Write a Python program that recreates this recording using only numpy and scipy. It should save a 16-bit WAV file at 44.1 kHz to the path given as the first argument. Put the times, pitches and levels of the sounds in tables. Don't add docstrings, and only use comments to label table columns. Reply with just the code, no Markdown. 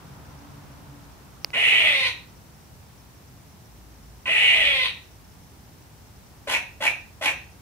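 import sys
import numpy as np
from scipy import signal
from scipy.fft import rfft, irfft, next_fast_len
from scipy.io import wavfile
from scipy.ndimage import uniform_filter1d

SR = 44100
rng = np.random.default_rng(int(sys.argv[2]) if len(sys.argv) > 2 else 0)


def dump_mix(stems):
    frames = np.atleast_2d(stems).T
    limited = np.clip(frames, -1, 1)
    pcm = np.round(limited * 32767).astype(np.int16)
    wavfile.write(sys.argv[1], SR, pcm)


N = 335601
TIME = np.arange(N) / SR

# pitch_hz, relative_level_db (per Hz)
ROOM_NOISE = [(15, -54), (25, -21), (40, -14), (63, -4), (111, -5.5), (229, -14), (545, -23), (887, -21),
              (1260, -26), (1890, -28.5), (3430, -32), (5570, -31.5), (9320, -35), (14800, -34.5),
              (16000, -32)]
# pitch_hz, width_hz, relative_level_db
RUSH_RESONANCES = [(73.5, 26, 1.5), (141.3, 26.3, 4), (219, 65, -7), (286.6, 8, 4.5), (520, 440, -17),
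                   (1145, 680, -13), (2320, 4200, -27)]
# start_s, length_s, level_db
HUM_SWELLS = [(3.655, 0.6, -46.5), (4.5, 0.4, -47.5)]
# pitch_hz, width_hz, relative_level_db
FLICKER_RESONANCES = [(5580, 720, 3), (6010, 160, 1)]
# start_s, relative_level_db, sharpness_hz (the click is dulled above this)
TICKS = [(1.4461, 3.5, 14700), (1.5043, -11, 2400)]
# pitch_hz, width_hz, relative_level_db
TICK_RESONANCES = [(767, 740, -4), (2450, 890, -1.5), (4940, 910, 6.5), (6740, 1000, -31),
                   (9250, 580, -15.5), (13700, 2500, -11)]
# start_s, length_s, relative_level_db, top_pitch_hz, final_mouth_hz,
# relative_mouth_ring_db, whine_clearness (0 to 1)
LONG_CALLS = [(1.531, .592, -20, 846.8, 3970, -1.5, 0.77), (4.255, .655, -20.5, 835.2, 3670, -2, .88)]
# pitch_hz, width_hz, relative_level_db
CALL_THROAT = [(415, 90, -19), (713, 450, -21.5), (970, 120, -20.5), (1276, 243, -20.5), (2019, 253, 1.5),
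               (2366, 307, -1.5), (2770, 550, -3.5), (3700, 1300, -20.5), (5370, 4700, -30.5),
               (8700, 1350, -30), (11140, 2000, -41)]
# pitch_hz, width_hz, relative_level_db
TEETH = [(8560, 990, 16), (11500, 3200, 4.5)]
# pitch_hz, width_hz, relative_level_db
JAWS = [(3146, 630, 8), (4410, 990, -10.5)]
# pitch_hz, relative_level_db
CHEST_WEIGHT = [(300, -9.5), (400, -17), (490, -8), (560, 6.5), (700, 8), (880, -28), (980, 7.5), (1040, 0),
                (1120, -4), (1280, -8), (1450, -1), (1650, 3.5), (2600, -18)]
# start_s, length_s, relative_level_db, relative_squeak_db, mouth_brightness_db
BARKS = [(6.47, .108, -27.5, 9.5, -1.5), (6.803, .094, -28.5, 8.5, -2), (7.209, .1, -28, 9.5, -2.5)]
# pitch_hz, width_hz, relative_level_db
BARK_THROAT = [(356, 166, -10.5), (637, 170, -3.5), (907, 178, 2), (1500, 540, -5.5), (2030, 347, 4.5)]
# pitch_hz, width_hz, relative_level_db
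BARK_MOUTH = [(2980, 700, 2), (3830, 1840, -9.5), (6730, 2600, -13.5), (11000, 3800, -17)]
# pitch_hz, width_hz, relative_level_db
SQUEAK_RESONANCES = [(2320, 340, 4), (2690, 200, -6.5)]
# pitch_hz, decay_s
ECHO_DECAY = [(200, 0.41), (800, 0.36), (1700, 0.37), (2600, 0.35), (4500, 0.35), (14000, 0.21)]
# pitch_hz, correlation (no unit)
LIKENESS = [(40, 0.85), (250, 0.69), (650, 0.37), (1200, 0.054), (2300, 0.2), (6000, 0), (15000, 0)]
# pitch_hz, left_minus_right_db
BALANCE = [(300, -1.5), (740, 2.5), (1200, 1), (2100, -3.5), (3300, 0.5), (5500, 2.5), (9000, 2),
           (15000, 1.5)]

RUSH_DB, RUSH_HOLD_S, RUSH_FADE_DB_PER_S, RUSH_REST_DB = -46.5, 0.53, 5.5, -61.5
HUM_HZ, HUM_REST_DB, HUM_FADE_S = 56.0, -62, 0.11
FLICKER_DB, FLICKER_DEPTH_DB, FLICKER_RATE_HZ = -79, 13.5, 48

START_HZ, LEAP_AT_S, LEAP_S = 505.7, .02, .06
HOLD_SHARE, SAG_SHARE, SLACK_HZ = .23, .55, 349.5
SWELL_DB, SWELL_S, TIRING_DB, TIRING_POWER = 8.5, 0.074, 11.5, 3.37
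RELEASE_S, RELEASE_DB = 0.047, 17
HARSH, ROUGH_CHANGE_PER_DB, DOUBLING, DOUBLING_FADE_S = .84, -0.08, 0.58, 0.14
WHINE_AT_SHARE, WHINE_WIDTH_SHARE = .78, 0.1106
MOUTH_START_HZ, WIDE_OPEN_HZ, OPENING_POWER = 2650, 3990, 1.77
RING_SWELL_DB, RING_SWELL_S, RING_TIRING_DB = 15.5, 0.055, 7.5
CHEST_DB, CHEST_EDGE_DB, CHEST_EDGE_S = -49, 5, 0.042

BARK_START_HZ, BARK_END_HZ, BARK_DROP_S = 649.5, 471, .022
BARK_START_ROUGH, BARK_ROUGH, BARK_BREAK_S = 0.51, .95, 0.0243
RASP_DB, RASP_ATTACK_S, RASP_ATTACK_DB = 1.5, 0.026, 13
RASP_HOLD_SHARE, RASP_RELEASE_DB_PER_S = 0.66, 282
SQUEAK_AT_SHARE, SQUEAK_RISE_DB_PER_S, SQUEAK_FALL_DB_PER_S = 0.81, 330, 750
NOTE_DB, NOTE_FALL_DB_PER_S, UNDERTONE_DB = -9, 600, -23
BARK_RUN_OUT_S = .02


def from_db(db):
    return 10 ** (np.asarray(db) / 20)


def rms_one(x):
    return x / np.sqrt(np.mean(x ** 2) + 1e-20)


def ramp(x):
    return np.clip(x, 0, 1)


def at_hz(points, hz):
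    table_hz, value = np.transpose(points)
    return np.interp(np.log(np.maximum(hz, 1)), np.log(table_hz), value)


def colour(x, gain_at):
    size = next_fast_len(x.shape[-1] + 2048)
    hz = np.arange(size // 2 + 1) * SR / size
    return irfft(rfft(x, size) * gain_at(hz), size)[..., :x.shape[-1]]


def low_pass(x, cutoff_hz):
    return signal.sosfilt(signal.butter(2, cutoff_hz, fs=SR, output="sos"), x)


def band_pass(x, edges_hz):
    return signal.sosfilt(signal.butter(2, edges_hz, "band", fs=SR, output="sos"), x)


def drift(rate_hz, size):
    r = np.exp(-2 * np.pi * rate_hz / SR)
    wander = signal.lfilter([1], [1, -2 * r, r * r], rng.standard_normal(2 * size))
    return rms_one(wander[size:])


def resonate(x, resonances):
    out, power = 0, 0
    for k, (hz, width_hz, db) in enumerate(resonances):
        edges_hz = np.clip([hz - width_hz / 2, hz + width_hz / 2], [20, 30], [.46 * SR, .48 * SR])
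        sign = (-1) ** k
        out = out + sign * from_db(db) * band_pass(x + 1e-18, edges_hz)
        power += from_db(db) ** 2 * 2 * width_hz / SR
    return out / np.sqrt(power)


def glide(x, hz, width_hz):
    turn = np.exp(2j * np.pi * np.cumsum(hz) / SR)
    held = low_pass(x / turn, width_hz / 2)
    return np.real(held * turn) * np.sqrt(2 * SR / width_hz)


def diffuse(size):
    mid, side = rng.standard_normal((2, size))
    alike = lambda hz: np.clip(at_hz(LIKENESS, hz), -1, 1)
    shared = colour(mid, lambda hz: np.sqrt(1 + alike(hz)))
    opposed = colour(side, lambda hz: np.sqrt(1 - alike(hz)))
    return shared + opposed * [[1], [-1]]


def add(out, start_s, sound):
    start = int(round(start_s * SR))
    out[start:start + len(sound)] += sound[:N - start]


def gate(t, fade_s):
    return ramp(np.minimum(t - t[0], t[-1] - t) / fade_s)


def room_noise():
    return from_db(-48.5) * rms_one(colour(diffuse(N), lambda hz: from_db(at_hz(ROOM_NOISE, hz))))


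def fading_rush():
    fade_db = RUSH_FADE_DB_PER_S * np.maximum(TIME - RUSH_HOLD_S, 0)
    rush_db = np.maximum(RUSH_DB - fade_db, RUSH_REST_DB)
    return from_db(rush_db) * rms_one(resonate(diffuse(N), RUSH_RESONANCES))


def wavering_hum():
    strength = from_db(HUM_REST_DB)
    for start, length, db in HUM_SWELLS:
        strength = strength + from_db(db) * ramp(np.minimum(TIME - start, start + length - TIME) / HUM_FADE_S)
    waver = from_db(2 * drift(5.4, N))
    return strength * waver * np.sin(2 * np.pi * HUM_HZ * TIME)


def treble_flicker():
    level_db = FLICKER_DB + FLICKER_DEPTH_DB * np.tanh(drift(FLICKER_RATE_HZ, N))
    return from_db(level_db) * resonate(diffuse(N), FLICKER_RESONANCES)


def background(low_cut_hz=33):
    sound = room_noise() + fading_rush() + wavering_hum() + treble_flicker()
    return signal.sosfilt(signal.butter(2, low_cut_hz, "high", fs=SR, output="sos"), sound)


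def ticks(pan_db=-3, level_db=-3):
    out, click = np.zeros(N), signal.unit_impulse(2048)
    for start, db, sharp_hz in TICKS:
        contact = low_pass(click, min(sharp_hz, .45 * SR))
        add(out, start, from_db(db + level_db) * resonate(contact, TICK_RESONANCES))
    return out * from_db([[pan_db], [-pan_db]])


def fold_pulses(pitch, cycles, doubling):
    at = np.flatnonzero(np.diff(np.floor(cycles)) > 0)
    late = (np.floor(cycles[at + 1]) - cycles[at]) / (cycles[at + 1] - cycles[at])
    swing = doubling[at] * (-1) ** np.arange(len(at))
    strength = np.sqrt(SR / pitch[at] / (1 + swing ** 2)) * (1 + swing)
    pulses = np.zeros(len(pitch))
    pulses[at] += strength * (1 - late)
    pulses[at + 1] += strength * late
    return pulses


def chest_tone(pitch, cycles, rough, doubling, stray):
    def partial(k):
        phase = 2 * np.pi * k * cycles + stray * rough * drift(61.6, len(pitch))
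        return from_db(at_hz(CHEST_WEIGHT, k * pitch)) * np.sqrt(2) * np.sin(phase)

    return sum(partial(k) + doubling * partial(k - .5) for k in range(1, 4))


def folds(pitch, rough, doubling, jitter, air, flutter_db, flutter_hz, chest_stray):
    size, rough, doubling = len(pitch), ramp(rough), ramp(doubling)
    cycles = np.cumsum(pitch * (1 + jitter * rough * drift(220.4, size))) / SR
    pulses = fold_pulses(pitch, cycles, doubling)
    puffs = rms_one(rng.standard_normal(size) * (1 + np.cos(2 * np.pi * cycles)))
    air_share = ramp(air * rough)
    buzz = np.sqrt(1 - air_share) * pulses + np.sqrt(air_share) * puffs
    tone = chest_tone(pitch, cycles, rough, doubling, chest_stray)
    flutter = from_db(flutter_db * rough * np.tanh(drift(flutter_hz, size)))
    flutter = flutter / np.sqrt(uniform_filter1d(flutter ** 2, size=700))
    return flutter * buzz, flutter * tone


def call_folds(age, length, top_hz, effort_db, clearness):
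    share = ramp(age / length)
    sag = np.exp(-np.maximum(share - HOLD_SHARE, 0) / SAG_SHARE)
    sagging_hz = SLACK_HZ + (top_hz - SLACK_HZ) * sag
    pitch = START_HZ + (sagging_hz - START_HZ) * ramp((age - LEAP_AT_S) / LEAP_S)
    whine = clearness * ramp(1.5 - np.abs(share - WHINE_AT_SHARE) / WHINE_WIDTH_SHARE)
    rough = ramp((HARSH + ROUGH_CHANGE_PER_DB * effort_db) * (1 - whine))
    return pitch, rough, DOUBLING * ramp((length - age) / DOUBLING_FADE_S)


def call_mouth(jet, mouth_hz, ring_db):
    main = glide(jet, mouth_hz, width_hz=560)
    upper_gain = from_db(-13) * (mouth_hz / WIDE_OPEN_HZ) ** 4.8
    upper = upper_gain * glide(jet, 1.54 * mouth_hz, width_hz=1300)
    teeth = from_db(-16) * resonate(jet, TEETH)
    return from_db(ring_db - 4) * (main + upper + teeth)


def long_calls(jet_share=0.37):
    out = np.zeros(N)
    for start, length, level_db, top_hz, open_hz, ring_db, clearness in LONG_CALLS:
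        t = TIME[(TIME >= start) & (TIME <= start + length)]
        age, left = t - start, start + length - t
        share = age / length
        effort_db = -SWELL_DB * np.exp(-age / SWELL_S) - TIRING_DB * share ** TIRING_POWER
        call_ring_db = ring_db - RING_SWELL_DB * np.exp(-age / RING_SWELL_S) - RING_TIRING_DB * share
        chest_db = CHEST_DB + CHEST_EDGE_DB * ramp(2 - np.minimum(age, left) / CHEST_EDGE_S)
        mouth_hz = MOUTH_START_HZ + (open_hz - MOUTH_START_HZ) * share ** OPENING_POWER

        pitch, rough, doubling = call_folds(age, length, top_hz, effort_db, clearness)
        buzz, tone = folds(pitch, rough, doubling, jitter=.06, air=0.79,
                           flutter_db=4.5, flutter_hz=218, chest_stray=0.58)
        jet = buzz + jet_share * rough * rng.standard_normal(len(t))
        mouth = call_mouth(jet, mouth_hz, call_ring_db)
        jaws = from_db(-6) * share ** 2 * resonate(buzz, JAWS)
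        throat = from_db(effort_db) * resonate(buzz, CALL_THROAT)
        voice = from_db(level_db) * (throat + mouth + jaws) + from_db(chest_db) * tone
        release = from_db(-RELEASE_DB * ramp(1 - left / RELEASE_S))
        add(out, t[0], voice * release * gate(t, fade_s=0.0053))
    return out


def barks():
    out = np.zeros(N)
    for start, length, level_db, squeak_peak_db, bright_db in BARKS:
        t = TIME[(TIME >= start) & (TIME <= start + length + BARK_RUN_OUT_S)]
        age = t - start
        pitch = BARK_END_HZ + (BARK_START_HZ - BARK_END_HZ) * np.exp(-age / BARK_DROP_S)
        rough = BARK_START_ROUGH + (BARK_ROUGH - BARK_START_ROUGH) * ramp(age / BARK_BREAK_S)
        attack_db = RASP_ATTACK_DB * ramp(1 - age / RASP_ATTACK_S)
        release_db = RASP_RELEASE_DB_PER_S * np.maximum(age - RASP_HOLD_SHARE * length, 0)
        rasp_db = RASP_DB - attack_db - release_db
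        past_peak = age - SQUEAK_AT_SHARE * length
        slope_db = np.minimum(SQUEAK_RISE_DB_PER_S * past_peak, -SQUEAK_FALL_DB_PER_S * past_peak)
        note_db = np.maximum(NOTE_DB - NOTE_FALL_DB_PER_S * age, UNDERTONE_DB)

        buzz, tone = folds(pitch, rough, rough / 2, jitter=.13, air=0.81,
                           flutter_db=8.0, flutter_hz=170, chest_stray=0.35)
        mouth = [(hz, width_hz, db + bright_db) for hz, width_hz, db in BARK_MOUTH]
        rasp = from_db(rasp_db) * resonate(buzz, BARK_THROAT + mouth)
        squeak = from_db(squeak_peak_db + slope_db) * resonate(buzz, SQUEAK_RESONANCES)
        voice = rasp + squeak + from_db(note_db) * tone
        add(out, t[0], from_db(level_db) * voice * gate(t, fade_s=0.005))
    return out


def echo_tail(t):
    noise, tail = diffuse(len(t)), 0
    edges = np.geomspace(120, 16000, 13)
    for low, high in zip(edges, edges[1:]):
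        decay_s = at_hz(ECHO_DECAY, np.sqrt(low * high))
        tail = tail + band_pass(noise, [low, high]) * from_db(-60 * t / decay_s)
    return tail * (1 - np.exp(-t / 0.0043))


def room(x, early_s=0.014, right_lag_s=0.00011):
    t = TIME[:int(.7 * SR)]
    tail = echo_tail(t)
    early = diffuse(len(t)) * np.exp(-t / early_s) * (t > .002)
    echoes = (from_db(-5) * rms_one(early) + from_db(-6) * rms_one(tail)) / np.sqrt(len(t))
    right = colour(x, lambda hz: np.exp(-2j * np.pi * hz * right_lag_s))
    direct = from_db(-4) * np.array([x, right])
    heard = direct + signal.fftconvolve(x[None], echoes, axes=1)[:, :N]
    return colour(heard, lambda hz: from_db(at_hz(BALANCE, hz) * np.array([[.5], [-.5]])))


def scene(squirrel_db=2):
    squirrel = room(long_calls() + barks())
    return background() + ticks() + from_db(squirrel_db) * squirrel


def record(dry):
    return signal.sosfilt(signal.ellip(10, .1, 80, 15550, fs=SR, output="sos"), dry)


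dry = scene()
out = record(dry)
dump_mix(out)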